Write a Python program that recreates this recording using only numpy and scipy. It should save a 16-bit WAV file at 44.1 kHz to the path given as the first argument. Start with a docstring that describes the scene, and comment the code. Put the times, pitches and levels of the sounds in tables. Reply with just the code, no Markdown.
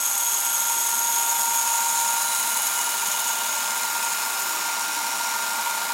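"""Bandsaw cutting an aluminium angle

A small bandsaw cuts in a home workshop, with a dust extractor whining beside it. Noise shaped by the
teeth's bite gives scrape and hiss, in a pattern that returns on every lap of the blade. It also rings
resonances: the blade's die away as the kerf closes round it, the workpiece's swell and fade in turn.
The wheels drone as fluttering tones, noise rattles the frame, and clicks slap it once a wheel turn.
The hollow of a face shield hums as it moves past."""
import sys
import numpy as np
from scipy import signal
from scipy.fft import rfft, irfft, next_fast_len
from scipy.io import wavfile

SR = 44100
rng = np.random.default_rng(int(sys.argv[2]) if len(sys.argv) > 2 else 0)


def pcm_store(signal):
    """Save signal as 16-bit PCM."""
    levels = np.round(np.clip(np.atleast_2d(signal), -1, 1) * 32767)
    wavfile.write(sys.argv[1], SR, levels.astype(np.int16).T)


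N = 261513
TIME = np.arange(N) / SR
SINGING_ORDER, TURNS_PER_LAP, TOOTH_GROUPS_PER_LAP = 36, 7, 54

# Shaking of the running machine, used as swing about its mean. Each row: time in seconds, level in dB.
MACHINE_SHAKING = [(0.0, -42), (2.56, -38.5), (5.93, -37.5)]
# Frame resonances. Each row: centre in Hz, width in Hz, slap level in dB, shaking level in dB;
# both levels against machine_level_db().
FRAME_MODES = [(940, 56, -8.5, -2), (1554.9, 41.6, -17.5, -7.5)]


def from_db(db):
    """Amplitude ratio of a level in dB."""
    return np.exp(np.asarray(db) * (np.log(10) / 20))


def rms_one(x):
    """Scale x to rms 1."""
    return x / np.sqrt(np.mean(x ** 2) + 1e-20)


def in_time(rows):
    """Columns of a curve table, one value per sample."""
    time_s, *columns = np.transpose(rows)
    return [np.interp(TIME, time_s, column) for column in columns]


def swing_db(curve):
    """A level curve in dB about its mean, one value per sample."""
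    db = in_time(curve)[0]
    return db - db.mean()


def swell(start_s, end_s, attack_s, release_s):
    """Linear attack, hold and release between two times; height 1."""
    rise = (TIME - start_s) / attack_s
    fall = (end_s - TIME) / release_s
    return np.clip(np.minimum(rise, fall), 0, 1)


def bell(centre_s, half_s):
    """Smooth hump of height 1, halved half_s either side of its centre."""
    return .5 ** (((TIME - centre_s) / half_s) ** 2)


def drift(rate_hz):
    """Random wander through 2 * rate_hz knots a second; rms 1."""
    knots = rng.standard_normal(int(2 * rate_hz * TIME[-1]) + 2)
    return rms_one(np.interp(2 * rate_hz * TIME, np.arange(len(knots)), knots))


def repeating(turns, count):
    """Random profile of count bumps that comes round once a turn; rms 1."""
    bumps = rng.standard_normal(count)
    closed = np.append(bumps, bumps[0]) - bumps.mean()
    return rms_one(np.interp(turns % 1, np.arange(count + 1) / count, closed))


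def coloured(x, spectrum):
    """Give x a smooth spectrum; rms 1."""
    size = next_fast_len(N + 4096)
    hz, db = np.transpose(spectrum)
    log_hz = np.log(np.fft.rfftfreq(size, 1 / SR) + 1)
    gain = from_db(np.interp(log_hz, np.log(hz), db))
    return rms_one(irfft(rfft(x, size) * gain, size)[:N])


def resonate(x, hz, width_hz):
    """Steep-sided resonance: two equal poles round a carrier whose pitch may move; rms 1."""
    carrier = np.exp(2j * np.pi * np.cumsum(hz * np.ones(len(x))) / SR)
    r = np.exp(-np.pi * np.sqrt(2) * width_hz / SR)
    baseband = signal.lfilter([1], [1, -2 * r, r * r], x / carrier)
    return rms_one((baseband * carrier).real)


def tone(cycles, flutter):
    """Machine tone that flutters in level and phase; rms near 1."""
    phase = 2 * np.pi * cycles
    wave = (1 + flutter * drift(7)) * np.cos(phase) + flutter * drift(7) * np.sin(phase)
    return np.sqrt(2 / (1 + 2 * flutter ** 2)) * wave


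def friction(bite, uneven_db=1.52):
    """Tearing metal gives a random, uneven force as strong as the bite."""
    return bite * from_db(uneven_db * drift(100)) * rng.standard_normal(N)


def mode(bite, strength, hz, width_hz):
    """One resonance rubbed by the teeth, sounding while its strength is worth hearing."""
    out, on = np.zeros(N), strength > .04
    out[on] = strength[on] * resonate(friction(bite)[on], (hz * np.ones(N))[on], width_hz)
    return out


def tooth_bites(turns, lap_db=1.2554, wheel_db=1.0, group_db=1.5, snag_s=0.0086):
    """Bite follows the tooth groups, wheel wobble, wear along the blade and snags; rms 1."""
    # Teeth snag on chips. Each row: time in seconds, extra bite in dB.
    snags = [(1.186, 3), (1.293, 1), (1.403, 0), (1.559, 3.5), (2.572, 5), (2.669, 2.5), (3.071, 3.5),
             (3.118, 3), (3.198, 6), (3.279, 5)]
    laps = turns / TURNS_PER_LAP
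    bite_db = lap_db * repeating(laps, count=260) + wheel_db * repeating(turns, count=24)
    bite_db += group_db * np.cos(2 * np.pi * TOOTH_GROUPS_PER_LAP * laps)
    for time_s, extra_db in snags:
        bite_db += extra_db * np.exp(-((TIME - time_s) / snag_s) ** 2)
    return rms_one(from_db(bite_db))


def blade_ring(bite, sharp_percent=1.8):
    """The deepening kerf damps the blade's ring; when it binds it tightens and rings louder."""
    # Blade modes. Each row: centre in Hz, width in Hz, level at first in dB, seconds until 6 dB weaker.
    blade_modes = [(3370, 300, -42, 2.0), (6610, 330, -28.5, 2.0), (8060, 150, -34.5, 1.4),
                   (11400, 320, -33, 2.1), (12330, 280, -40.5, 1.9), (14380, 250, -45.5, 1.8),
                   (9750, 700, -36, 1.7)]
    # The blade binds in the kerf. Each row: centre in seconds, half length in seconds, extra level in dB.
    binds = [(1.344, .17, 2.5), (2.651, 0.04, 7), (3.15, .17, 3)]
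    flare = from_db(sum(db * bell(time_s, half_s) for time_s, half_s, db in binds))
    sharp = 1 + sharp_percent / 100 * sum(bell(time_s, half_s) for time_s, half_s, _ in binds)
    ring = np.zeros(N)
    for hz, width_hz, db, fade_s in blade_modes:
        ring += from_db(db) * mode(bite, bell(0, fade_s), hz * sharp, width_hz)
    return flare * ring


def work_ring(bite):
    """Each workpiece mode swells and fades as the teeth travel through its antinode."""
    # Workpiece modes. Each row: centre in Hz, width in Hz, level at the antinode in dB,
    # time of passing it in seconds, seconds from there until 6 dB weaker.
    work_modes = [(6687, 9, -35, 1.4, 2.0), (12315, 55, -37, .2, 1.0), (2917, 35, -42.5, 2.9, .75),
                  (9930, 60, -42, 2.5, .6), (2560, 200, -45, 4.3, .8), (3500, 400, -41, 3.4, .35),
                  (3970, 110, -39.5, 2.27, .33), (5280, 180, -45, 4.1, .7), (5620, 380, -39, 5.05, .55),
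                  (6560, 450, -37.5, 3.2, .65), (6850, 400, -42, 4.5, .8), (6980, 500, -32.5, 1.9, .35),
                  (8650, 130, -42, 2.3, .7), (9410, 140, -39.5, 2.15, .55), (10150, 550, -36.5, 2.5, .5),
                  (11780, 400, -40, 5.6, .8), (12120, 380, -39.5, 4.42, .28)]
    ring = np.zeros(N)
    for hz, width_hz, db, pass_s, half_s in work_modes:
        ring += from_db(db) * mode(bite, bell(pass_s, half_s), hz, width_hz)
    return ring


def cutting(turns):
    """Chips tear off with a broad scrape and a fine hiss, and the same bites ring the metal."""
    # Effort of the cut, used as swing about its mean. Each row: time in seconds, level in dB.
    effort_curve = [(0.0, -34.5), (0.91, -33.5), (1.83, -31), (2.26, -31.5), (4.05, -36.5), (4.41, -37.5),
                    (5.85, -41.5), (5.93, -44)]
    # Scrape spectrum. Each row: frequency in Hz, relative density in dB per Hz.
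    scrape_spectrum = [(300, -69), (1200, -17.5), (3000, -6), (4800, -11.5), (5300, -3.5), (5950, -5.5),
                       (6750, 5), (7500, 1), (8200, -1), (9000, -2), (9900, 2), (10700, -8), (12000, -41),
                       (15000, -52)]
    # Hiss spectrum. Each row: frequency in Hz, relative density in dB per Hz.
    hiss_spectrum = [(2000, -52), (8000, -30), (10800, 1), (11800, 8), (12900, 5.5), (13400, -1.5),
                     (14300, 8), (15100, 3), (16000, -2)]
    bite, effort_db = tooth_bites(turns), swing_db(effort_curve)
    # level at mean effort, and share of the effort's swing
    scrape_db = -30 + 0.49 * effort_db
    hiss_db = -35.5 + 0.62 * effort_db
    scrape = from_db(scrape_db) * coloured(friction(bite), scrape_spectrum)
    hiss = from_db(hiss_db) * coloured(friction(bite), hiss_spectrum)
    return scrape + hiss + blade_ring(bite) + work_ring(bite)


def machine_level_db():
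    """Reference level for rattle, drone and slaps; it follows the machine's shaking."""
    return -38.5 + swing_db(MACHINE_SHAKING)


def frame(turns, rattle_above_db=7.5, grain_db=1.5):
    """Bearings and guides shake the frame and its resonances; the stand rumbles below."""
    # Rattle spectrum. Each row: frequency in Hz, relative density in dB per Hz.
    rattle_spectrum = [(300, -30.5), (520, -7.5), (680, -4.5), (800, -0.5), (1000, 2), (1220, -0.5),
                       (1290, -7.5), (1360, 0), (1850, -5.5), (2400, -2.5), (3200, -9), (3850, -3.5),
                       (4500, -6), (9000, -11)]
    # Rumble spectrum. Each row: frequency in Hz, relative density in dB per Hz.
    rumble_spectrum = [(25, 8), (80, -11.5), (120, -10.5), (160, -14.5), (198, 4), (235, 4), (260, -3.5),
                       (310, 1), (450, -9), (600, -14), (900, -48)]
    level_db = machine_level_db()
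    rumble_db = -50 + 0.92 * swing_db(MACHINE_SHAKING)
    grain = from_db(grain_db * repeating(turns, count=24))
    rattle = coloured(grain * rng.standard_normal(N), rattle_spectrum)
    out = from_db(level_db + rattle_above_db) * rattle
    for hz, width_hz, _, shaking_db in FRAME_MODES:
        out += from_db(level_db + shaking_db) * resonate(friction(grain), hz, width_hz)
    return out + from_db(rumble_db) * coloured(rng.standard_normal(N), rumble_spectrum)


def wheels(turns, orders_db=-3.0):
    """Clean drone of wheels, belt and passing tooth groups; one order sings out under the push."""
    # Wheel and belt tones. Each row: multiple of the wheel rate, relative level in dB.
    wheel_orders = [(33.42, -8), (35, -1), (35.5, -14), (37, -7.5), (42, -14), (44, -13), (45, -16),
                    (48, -6.5), (82.4, -9.5), (91, -18), (101, -18), (109, -42), (113, -10), (136, -28)]
    # Hum of the tooth groups. 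Each row: multiple of their rate, level in dB.
    tooth_hum = [(1, -68.5), (2, -59), (3, -55.5), (4, -46.5), (7, -54)]
    level_db = machine_level_db()
    # slow swell, hold and quick drop of the hard push, over a steady light push
    start_s, release_s = .22, .24
    push = from_db(-32) * swell(start_s, 2.378, 1.46, release_s)
    push += from_db(-43.5) * swell(start_s, np.inf, release_s, release_s)
    out = push * tone(SINGING_ORDER * turns, flutter=0.07)
    for order, db in wheel_orders:
        out += from_db(level_db + db + orders_db) * tone(order * turns, flutter=0.363)
    group_cycles = TOOTH_GROUPS_PER_LAP * turns / TURNS_PER_LAP
    for order, db in tooth_hum:
        out += from_db(db) * tone(order * group_cycles, flutter=0.54)
    return out


def extractor():
    """The fan has its own motor and holds a clean whine, creeping up to speed."""
    # Fan whine. Each row: time in seconds, pitch in Hz, level in dB.
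    fan_curve = [(0.0, 1394, -37.5), (0.79, 1397, -37.5), (2.56, 1400, -35.5), (5.93, 1405, -33.5)]
    hz, db = in_time(fan_curve)
    return from_db(db) * tone(np.cumsum(hz) / SR, flutter=0.041)


def slaps(turns, uneven_db=0.46, extra_swing=0.63):
    """The blade slaps its guide once a wheel turn and rings the frame, repeating every lap."""
    # Slap on each turn of a lap. Each entry: relative level in dB.
    lap_pattern_db = [-4, 0, -3, -7, 0, -5, -3]
    turn = np.floor(turns).astype(int)
    at = np.flatnonzero(np.diff(turn)) + 1
    pattern_db = np.take(lap_pattern_db, turn[at], mode="wrap")
    clicks = np.zeros(N)
    clicks[at] = from_db(pattern_db + uneven_db * rng.standard_normal(len(at)))
    clicks += 1e-18  # avoids denormals
    level_db = machine_level_db() + extra_swing * swing_db(MACHINE_SHAKING)
    out = np.zeros(N)
    for hz, width_hz, slap_db, _ in FRAME_MODES:
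        out += from_db(level_db + slap_db) * resonate(clicks, hz, width_hz)
    return out


def workshop(x, t60_s=0.19, wet_db=-11.0):
    """Dense reflections from the table and near walls: decaying noise after a 2 ms gap."""
    t = TIME[:SR // 2]
    tail = rng.standard_normal(len(t)) * from_db(-60 * t / t60_s) * (t > .002)
    wet = signal.fftconvolve(x, tail / np.sqrt(np.sum(tail ** 2)))[:N]
    return (x + from_db(wet_db) * wet) / np.sqrt(1 + from_db(wet_db) ** 2)


def face_shield():
    """Air in the hollow behind the visor hums on each pass, its pitch sliding as the head moves."""
    # Air resonance, set by where the head is. Each row: time in seconds, pitch in Hz.
    pitch_curve = [(.72, 338), (1.05, 376), (4.39, 415), (4.52, 326), (4.72, 318), (5.1, 287)]
    # The shield passes close by. Each row: start in seconds, end in seconds, level in dB.
    passes = [(.66, 1.348, -58), (4.3, 5.4, -53)]
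    level = np.zeros(N)
    for start_s, end_s, db in passes:
        level += from_db(db) * swell(start_s, end_s, attack_s=.12, release_s=.35)
    return level * tone(np.cumsum(in_time(pitch_curve)[0]) / SR, flutter=.15)


def head_shadow(x, loss_db=2, edge_hz=10420, move_s=.15):
    """The head leans between cut and microphone and shades the highest treble."""
    highpass = signal.butter(4, edge_hz, "high", fs=SR, output="sos")
    treble = signal.sosfiltfilt(highpass, x)
    in_way = swell(4.5, 6.0, move_s, move_s)
    return x + (from_db(-loss_db * in_way) - 1) * treble


def scene(first_turn=-.2):
    """One wheel speed drives the blade, the drone and the rattle."""
    # Wheel speed. Each row: time in seconds, pitch of the singing wheel order in Hz.
    speed_curve = [(0.0, 932.0), (0.13, 929.8), (5.0, 926.0), (5.93, 931.0)]
    turns = first_turn + np.cumsum(in_time(speed_curve)[0]) / SINGING_ORDER / SR
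    reflected = head_shadow(workshop(cutting(turns) + frame(turns)))
    direct = slaps(turns) + wheels(turns) + extractor() + face_shield()
    return (reflected + direct)[None]


def record(dry):
    """A small microphone thins the bass; the top is cut steeply."""
    highpass = signal.butter(2, 157, "high", fs=SR, output="sos")
    lowpass = signal.ellip(12, .1, 90, 15800, fs=SR, output="sos")
    return signal.sosfilt(lowpass, signal.sosfilt(highpass, dry))


dry = scene()
out = record(dry)
pcm_store(out)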